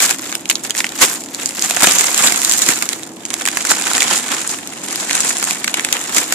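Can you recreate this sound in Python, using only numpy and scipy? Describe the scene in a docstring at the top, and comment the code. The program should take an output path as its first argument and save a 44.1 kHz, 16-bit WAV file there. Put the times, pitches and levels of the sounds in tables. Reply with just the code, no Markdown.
"""A table in a quiet room, a pair of small microphones close to a parcel being unwrapped.
Hands tear and crumple the stiff paper: creases buckle with short snaps and dry ticks over a dense
crackle of fibres, one long rip hisses, and tugs knock the cardboard box. The house rumbles and hums
softly underneath. The microphones ring near 7 kHz and overload on the loudest snaps."""
import sys
import numpy as np
from scipy import signal
from scipy.io import wavfile
from scipy.ndimage import map_coordinates

SR = 44100
rng = np.random.default_rng(int(sys.argv[2]) if len(sys.argv) > 2 else 0)


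def unload_wav(signal):
    """Save mono or channel-first audio to the path in sys.argv[1] as 16-bit WAV at rate SR, clipped to [-1, 1]."""
    wavfile.write(
        sys.argv[1],
        SR,
        np.round(np.clip(np.atleast_2d(signal).T, -1, 1) * 32767).astype(np.int16),
    )


N = 279617
EDGES_HZ = 30 * 2 ** np.arange(0, 9.6, .5)   # half-octave bands
PORT_HZ, PORT_WIDTH_HZ, PORT_DB = 7216, 1210, 10.5   # resonance of the microphone ports


def amp(db):
    """Gain of a level in dB."""
    return 10 ** (np.asarray(db) / 20)


def unit_rms(x):
    """Scale to unit rms."""
    return x / np.sqrt(np.mean(x ** 2) + 1e-20)


def at_hz(rows, hz):
    """Columns of a table read on a log-frequency axis."""
    f, *columns = np.transpose(rows)
    return [np.interp(np.log(hz), np.log(f), c) for c in columns]


def in_time(rows):
    """Columns of a table as curves, one value a sample."""
    s, *columns = np.transpose(rows)
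    return [np.interp(np.arange(N) / SR, s, c) for c in columns]


def resonance(x, hz, width_hz):
    """Two-pole band-pass, gain 1 on top."""
    r = np.exp(-np.pi * width_hz / SR)
    poles = [1, -2 * r * np.cos(2 * np.pi * hz / SR), r * r]
    return signal.lfilter((1 - r * r) / 2 * np.array([1, 0, -1]), poles, x)


def filtered(x, hz, kind="band", order=2):
    """Smooth band-, low- or high-pass."""
    return signal.sosfilt(signal.butter(order, hz, kind, fs=SR, output="sos"), x)


def half_octave(x, k):
    """Band number k of a signal."""
    return filtered(x, [EDGES_HZ[k], min(EDGES_HZ[k + 1], .45 * SR)])


# The stereo image. Each row: frequency in Hz, likeness of the two sides (0-1), left minus right in dB.
STEREO_IMAGE = [(202, 0.9, 0.5), (480, 0.88, 0), (1050, 0.35, -1.5), (2050, 0.39, 1.5), (5350, 0.08, 1.5),
                (11800, 0, 4)]
def mic_pair(mid, side, hz):
    """Two microphones hear nearly the same bass but unlike treble."""
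    alike, tilt_db = at_hz(STEREO_IMAGE, hz)
    both = np.sqrt(1 + alike) * mid + np.sqrt(1 - alike) * side * [[1], [-1]]
    return both * amp([[tilt_db / 2], [-tilt_db / 2]]) / np.sqrt(2)


# Room tone behind the table. Each row: frequency in Hz, relative spectral density in dB.
RUMBLE_SPECTRUM = [(70, -11), (130, -13), (210, -6.5), (320, -1), (420, -13.5), (520, -12), (800, -12.5),
                   (1300, -26.5), (15000, -47)]
def rumble(level_db=-35):
    """Steady low noise of the house, nearly the same at both microphones."""
    white = rng.standard_normal((2, 2, N))
    out = 0
    for k in range(len(EDGES_HZ) - 1):
        hz = np.sqrt(EDGES_HZ[k] * EDGES_HZ[k + 1])
        out = out + amp(at_hz(RUMBLE_SPECTRUM, hz)[0]) * mic_pair(*half_octave(white[k % 2], k), hz)
    return amp(level_db) * unit_rms(out)


# Faint hum of the house. Each row: pitch in Hz, level in dB.
HUM_TONES = [(328, -46.5)]
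def hum(width_hz=2.6):
    """A wavering low tone, the same at both microphones."""
    return sum(amp(db) * unit_rms(resonance(rng.standard_normal(N), hz, width_hz))
               for hz, db in HUM_TONES)


def room_echoes(x, t60_s=0.085, level_db=-13):
    """Table and walls return a short decaying scatter of echoes, partly shared by the microphones."""
    t = np.arange(SR // 3) / SR
    shared, left, right = rng.standard_normal((3, len(t)))
    tail = (0.54 * shared + np.array([left, right])) * amp(-60 * t / t60_s) * (t > .003)
    tail = amp(level_db) * tail / np.sqrt((tail ** 2).sum(axis=1, keepdims=True))
    return signal.fftconvolve(x, tail, axes=1)[:, :N]


# Where the hands are before the microphones.
# Each row: time in seconds, left minus right in dB, lag of the left side in samples.
HAND_POSITIONS = [(0, -3, -3.5), (1.7, -3, 1), (2.2, -4.5, 4), (4.2, -4, 1), (4.7, -3, -3.5)]
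def at_hands(x):
    """Level and delay between the microphones shift as the hands move."""
    pan_db, lag = in_time(HAND_POSITIONS)
    left = map_coordinates(x[0], [np.arange(N) - lag], order=3)
    return np.array([left * amp(pan_db / 2), x[1] * amp(-pan_db / 2)])


# The box on the table, hollow then lid. Each row: pitch in Hz, time to fall 60 dB in seconds.
BOX_MODES = [(300, 0.024), (690, 0.017)]
# Tugs on the parcel. Each row: start in seconds, level of the hollow in dB, level of the lid in dB.
BOX_KNOCKS = [(1.709, -42.5, -9), (1.768, -34, -8), (1.829, -5.5, -4), (1.872, -4.5, -2), (2.32, -12, -13),
              (2.691, -5.5, -22), (3.712, -28, -9)]
def box_knocks(attack_s=0.00057):
    """A tug on the paper jolts the cardboard box, whose two modes ring briefly."""
    out, t = np.zeros(N), np.arange(4096) / SR
    attack = 1 - np.exp(-t / attack_s)
    for s, *levels_db in BOX_KNOCKS:
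        i = int(s * SR)
        for (hz, t60), level_db in zip(BOX_MODES, levels_db):
            out[i:i + len(t)] += amp(level_db - 60 * t / t60) * attack * np.sin(2 * np.pi * hz * t)
    return out


# The long rip. Each row: time in seconds, centre in Hz, level against the crackle in dB.
RIP_PATH = [(1.88, 6460, -41), (1.95, 6300, -6), (2.07, 6300, -11), (2.17, 7340, -30), (2.25, 7850, -1),
            (2.33, 6700, -28.5)]
def long_rip(crackle_db, half_width_hz=600):
    """The tear hisses in a narrow band that slides with the width of the strip."""
    hz, level_db = in_time(RIP_PATH)
    slow_noise = filtered(rng.standard_normal((2, 2, N)), half_width_hz, "low")
    phase = 2 * np.pi * np.cumsum(hz) / SR
    mid, side = slow_noise[0] * np.cos(phase) + slow_noise[1] * np.sin(phase)
    return amp(crackle_db + level_db) * unit_rms(mic_pair(mid, side, hz=7000))


# The sheet between pulls. 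Each row: time in seconds, crackle level in dB, body against treble in dB.
SHEET_RUSTLE = [(0, -21.5, 10.5), (0.2, -36.5, -2.5), (0.43, -39, -0.5), (0.9, -35, 4), (1.1, -35.5, 8),
                (1.28, -41.5, -8), (1.85, -29, 6), (2.1, -24, -2), (2.75, -37.5, 7), (3.2, -45.5, -1),
                (3.55, -30.5, -2), (4.25, -32.5, -3.5), (4.65, -36, 0.5), (5.2, -25, -2.5), (5.65, -31, 0),
                (6.34, -28, 1)]
# Pulls that crunch the paper.
# Each row: peak time in seconds, crackle level in dB, length in seconds, body against treble in dB.
HAND_PULLS = [(0.027, -16, 0.086, -6.5), (0.108, -20.5, 0.036, 2.5), (0.283, -29.5, 0.15, 0.5),
              (0.506, -24.5, 0.035, -4), (0.651, -25, 0.033, -1), (0.785, -21, 0.055, -4),
              (1.025, -8.5, 0.034, -0.5), (1.058, -21.5, 0.18, -4), (1.4, -29.5, 0.21, 1),
              (1.647, -22, 0.16, -3), (1.833, -11, 0.013, 1), (1.896, -18.5, 0.3, -1.5),
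              (2.243, -17.5, 0.17, -0.5), (2.507, -20.5, 0.38, -4), (2.697, -20.5, 0.16, -2.5),
              (2.913, -29.5, 0.18, -1), (3.37, -31.5, 0.26, 1), (3.709, -16, 0.044, -4.5),
              (3.903, -23.5, 0.64, 0.5), (4.11, -19.5, 0.12, 1.5), (4.162, -20, 0.056, -5.5),
              (4.32, -23, 0.037, 4), (4.345, -26, 0.19, 1.5), (4.511, -25.5, 0.14, -5),
              (4.98, -27, 0.21, -4), (5.027, -28.5, 0.033, 7), (5.153, -23.5, 0.088, 4),
              (5.269, -21, 0.077, -4), (5.49, -23, 0.075, -3.5), (5.774, -28, 0.033, 9),
              (5.943, -27, 0.049, 10), (6.17, -17.5, 0.081, -2.5), (6.335, -31, 0.041, -16)]
def hands(rise_db=22, fall_db=15.5, roundness=1.123):
    """Level and colour of the crackle: rustle and swelling pulls add in power, the loudest leading."""
    t = np.arange(N) / SR
    rustle_db, rustle_body_db = in_time(SHEET_RUSTLE)
    power = amp(2 * rustle_db)
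    weighted_body = power * rustle_body_db
    for s, peak_db, length_s, body_db in HAND_PULLS:
        lengths_away = np.minimum(abs(t - s) / length_s, 8)
        drop_db = np.where(t < s, rise_db, fall_db) * lengths_away ** roundness
        pull = amp(2 * (peak_db - drop_db))
        power = power + pull
        weighted_body = weighted_body + pull * body_db
    return 10 * np.log10(power), weighted_body / power


# Colour of the paper up close. Each row: frequency in Hz, relative spectral density in dB.
PAPER_SPECTRUM = [(150, -12), (300, -1), (480, -8), (700, -1.5), (1100, -1), (1800, 2.5), (3200, -0.5),
                  (5200, -5), (14500, -4)]
# Low end of the crackle, fuller once the loose sheet is crushed. Each row: time in seconds, gain in dB.
CRACKLE_LOWS = [(2.6, 0.5), (4.2, 2), (4.8, 1)]
# Top octave of the crackle. Each row: time in seconds, gain in dB.
CRACKLE_HIGHS = [(2.8, -3.5), (3.2, -7), (5.2, -11), (6.34, -5)]
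LOWS_BELOW_HZ, BODY_BELOW_HZ, HIGHS_ABOVE_HZ = 1400, 4500, 10000
CREASES_PER_S = 450   # at a crackle level of -30 dB
CREASE_SPREAD_DB, CREASE_COLOUR_DB, CREASE_MS = 5.5, 5, 0.7
CLUMP_DB, CLUMPS_PER_S = 1.8, 18   # creases give way in clumps
FIBRES_DB, FIBRES_DULL_DB = -3.5, 4   # hiss against the creases; its loss per octave above PORT_HZ
def crackle(crackle_db, body_db):
    """Small creases pop at random, each a brief noise burst with its own colour, over tearing fibres."""
    busy = amp(0.52 * (crackle_db + 30.0))   # harder pulling folds more creases at once
    creases = rng.choice(N, size=N // 30, replace=False)   # moments when one could give way
    count = len(creases)
    gives_way = rng.random(count) < busy[creases] * CREASES_PER_S * N / SR / count
    size_db = CREASE_SPREAD_DB * np.minimum(rng.exponential(1, count), 1.6)
    colour = rng.standard_normal((count, len(EDGES_HZ)))
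    white = rng.standard_normal((2, 2, N))
    clumps = filtered(rng.standard_normal((2, N)), [CLUMPS_PER_S / 2, CLUMPS_PER_S * 2])
    body_db = body_db + CLUMP_DB * unit_rms(clumps[0])
    crackle_db = crackle_db + CLUMP_DB / 2 * unit_rms(clumps[1])
    lows, highs = amp(in_time(CRACKLE_LOWS)[0]), amp(in_time(CRACKLE_HIGHS)[0])
    body, treble = 0, 0
    for k in range(4, len(EDGES_HZ) - 1):
        hz = np.sqrt(EDGES_HZ[k] * EDGES_HZ[k + 1])
        colour_db = CREASE_COLOUR_DB * (colour[:, k] + colour[:, k + 1]) / np.sqrt(2)
        pops = np.zeros(N)
        pops[creases] = gives_way * amp(size_db + colour_db)
        fade = np.exp(-1000 / (SR * CREASE_MS * (1 + 1500 / hz)))   # lower panels shake longer
        swell_and_fade = np.convolve([1, -fade], [1, -fade ** 1.04])
        bursts = unit_rms(signal.lfilter([1], swell_and_fade, pops + 1e-18) / np.sqrt(busy))
        fibres = amp(FIBRES_DB - FIBRES_DULL_DB * max(np.log2(hz / PORT_HZ), 0)) * busy ** 0.45
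        mid, side = half_octave(white[k % 2] * np.hypot(bursts, fibres), k)
        heard = amp(at_hz(PAPER_SPECTRUM, hz)[0]) * mic_pair(mid, side, hz)
        heard *= highs if hz > HIGHS_ABOVE_HZ else lows if hz < LOWS_BELOW_HZ else 1
        if hz < BODY_BELOW_HZ:
            body = body + heard
        else:
            treble = treble + heard
    return amp(crackle_db + body_db) * unit_rms(body) + amp(crackle_db) * unit_rms(treble)


# Dry ticks close to the microphones. Each row: start in seconds, level in dB.
PAPER_TICKS = [(0.491, -9.5), (0.697, -10), (0.768, -8), (0.778, -6), (0.855, -20), (1.238, -15),
               (1.347, -10), (1.456, -17), (1.459, -0.5), (1.491, -8), (1.594, -8), (1.765, -0.5),
               (1.911, 5), (1.985, 9), (2.009, 9), (2.145, 0), (2.177, 3), (2.36, -1.5), (2.4174, -6),
               (2.4954, 7), (2.513, 3), (2.5215, 6.5), (2.5365, 0), (2.578, -10), (2.591, -4), (2.6195, 9),
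               (2.663, -5), (2.8902, 0.5), (3.033, -11.5), (3.2527, -9.5), (3.304, -8), (3.399, -16),
               (3.462, -1), (3.6078, -13), (3.6248, -13), (3.822, -5.5), (3.86, -11), (3.934, 1),
               (4.029, 1), (4.417, -11.5), (4.674, -10.5), (4.9085, -13), (4.9585, -4), (5.008, -11),
               (5.05, -19), (5.0725, -19), (5.131, -4), (5.205, 2), (5.233, -11), (5.369, -7), (5.398, -12),
               (5.441, -4), (5.483, -13), (5.902, -21)]
def ticks(decay_s=0.000325, band_hz=(2360, 9200)):
    """Taut paper parts with a quick bright burst; no panel rings."""
    out, t = np.zeros((2, N + 256)), np.arange(256) / SR
    for s, level_db in PAPER_TICKS:
        burst = rng.standard_normal((2, len(t))) * t * np.exp(-t / decay_s)
        tick = mic_pair(*filtered(burst, band_hz), hz=2400)
        i = int(s * SR)
        out[:, i:i + len(t)] += amp(level_db) * tick / abs(tick.mean(0)).max()
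    return out[:, :N]


# Creases snapping close to the microphones.
# Each row: start in seconds, ring level in dB, ring pitch in Hz, crack level in dB.
CREASE_SNAPS = [(0.108, -5, 1720, -4), (0.325, -9, 1890, -29), (0.352, -10.5, 2670, -9.5),
                (0.4557, -13, 2890, -22), (0.4976, -1, 2730, -4.5), (0.504, -9, 2250, -6.5),
                (0.511, -4.5, 2440, -30), (0.554, -4.5, 3550, -31), (0.706, -7, 3100, -8.5),
                (0.7495, -10, 2140, -31), (0.803, -3.5, 2000, -14), (0.842, -1, 1960, -30),
                (0.8665, -10.5, 2770, -32), (1.622, -0.5, 4220, -15), (1.7077, -5.5, 2370, -8),
                (1.7684, -6, 1680, -22), (1.821, -2, 1520, -4.5), (1.8407, 7, 1700, -17),
                (1.869, 5.5, 2390, -1), (2.271, 4.5, 3940, -22), (2.3215, -7, 1980, -3),
                (2.4468, -0.5, 4100, -0.5), (2.686, 3, 1730, 0), (2.823, -6.5, 1570, -8),
                (3.3393, -9.5, 2170, -6), (3.453, -8.5, 1830, -10), (3.474, -3.5, 1640, -12),
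                (3.485, -5, 2000, -12), (3.5703, -3.5, 1550, -8), (3.6502, -9, 1540, -9),
                (3.7026, -6.5, 1830, -28), (3.714, 0, 1350, -21), (3.913, -6, 1230, -16),
                (3.979, -4, 1860, -9), (4.005, -1.5, 2600, -11), (4.0199, 1, 2500, -15),
                (4.08, -10.5, 3000, -21), (4.317, -12.5, 1640, -11), (5.095, -8.5, 2000, -23),
                (5.109, -4, 2080, -14), (5.305, -10.5, 1890, -22), (5.426, -7, 1380, -10),
                (5.508, -4.5, 2240, -10.5), (5.6428, -5, 2130, -5.5), (5.6773, -2.5, 2010, -44),
                (5.7407, 0, 2470, -9), (5.7945, -5.5, 1890, -39), (5.8466, -2, 2140, -7.5),
                (5.887, -11, 1930, -33), (5.9253, 1, 2540, -1), (5.967, -9, 2360, -14),
                (6.181, -3, 1860, 1.5), (6.323, -4.5, 1730, -4.5)]
SNAP_S = 0.00368   # time scale at 0 dB and 2 kHz; louder and lower panels snap longer
def snaps(growth=0.43, pitch_law=0.45, ring_width_share=0.45, crack_band_hz=(3800, 12000)):
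    """A crease buckles: a bright crack, and the flat panel beside it rings for a few cycles."""
    out, t = np.zeros((2, N + 1024)), np.arange(1024) / SR
    for s, ring_db, hz, crack_db in CREASE_SNAPS:
        length_s = SNAP_S * amp(growth * ring_db) * (2000 / hz) ** pitch_law
        attack = 1 - np.exp(-(t / (0.48 * length_s)) ** 2)
        decay = np.exp(-(t / (0.6 * length_s)) ** 1.23)
        burst = rng.standard_normal((4, len(t))) * attack * decay
        ring = mic_pair(*resonance(burst[:2], hz, ring_width_share * hz), hz=740)
        crack = mic_pair(*filtered(burst[2:], crack_band_hz), hz=11000)
        i = int(s * SR)
        for part, level_db in (ring, ring_db), (crack, crack_db):
            out[:, i:i + len(t)] += amp(level_db) * part / abs(part.mean(0)).max()
    return out[:, :N]


def scene():
    """The parcel up close, its echoes from table and walls, and the house behind."""
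    crackle_db, body_db = hands()
    paper = crackle(crackle_db, body_db) + long_rip(crackle_db) + snaps() + ticks()
    parcel = at_hands(paper + box_knocks())
    return parcel + room_echoes(parcel) + rumble() + hum()


LOW_CUT_HZ, OVERLOAD, TOP_CUT_HZ = 120, 0.92, 15100
def record(dry):
    """The small microphones: low cut, port resonance, hard overload, steep top cut."""
    heard = filtered(dry, LOW_CUT_HZ, "high", order=3)
    heard = heard + (amp(PORT_DB) - 1) * resonance(heard, PORT_HZ, PORT_WIDTH_HZ)
    heard = np.clip(heard, -OVERLOAD, OVERLOAD)
    return signal.sosfilt(signal.cheby2(12, 45, TOP_CUT_HZ, fs=SR, output="sos"), heard)


dry = scene()
out = record(dry)
unload_wav(out)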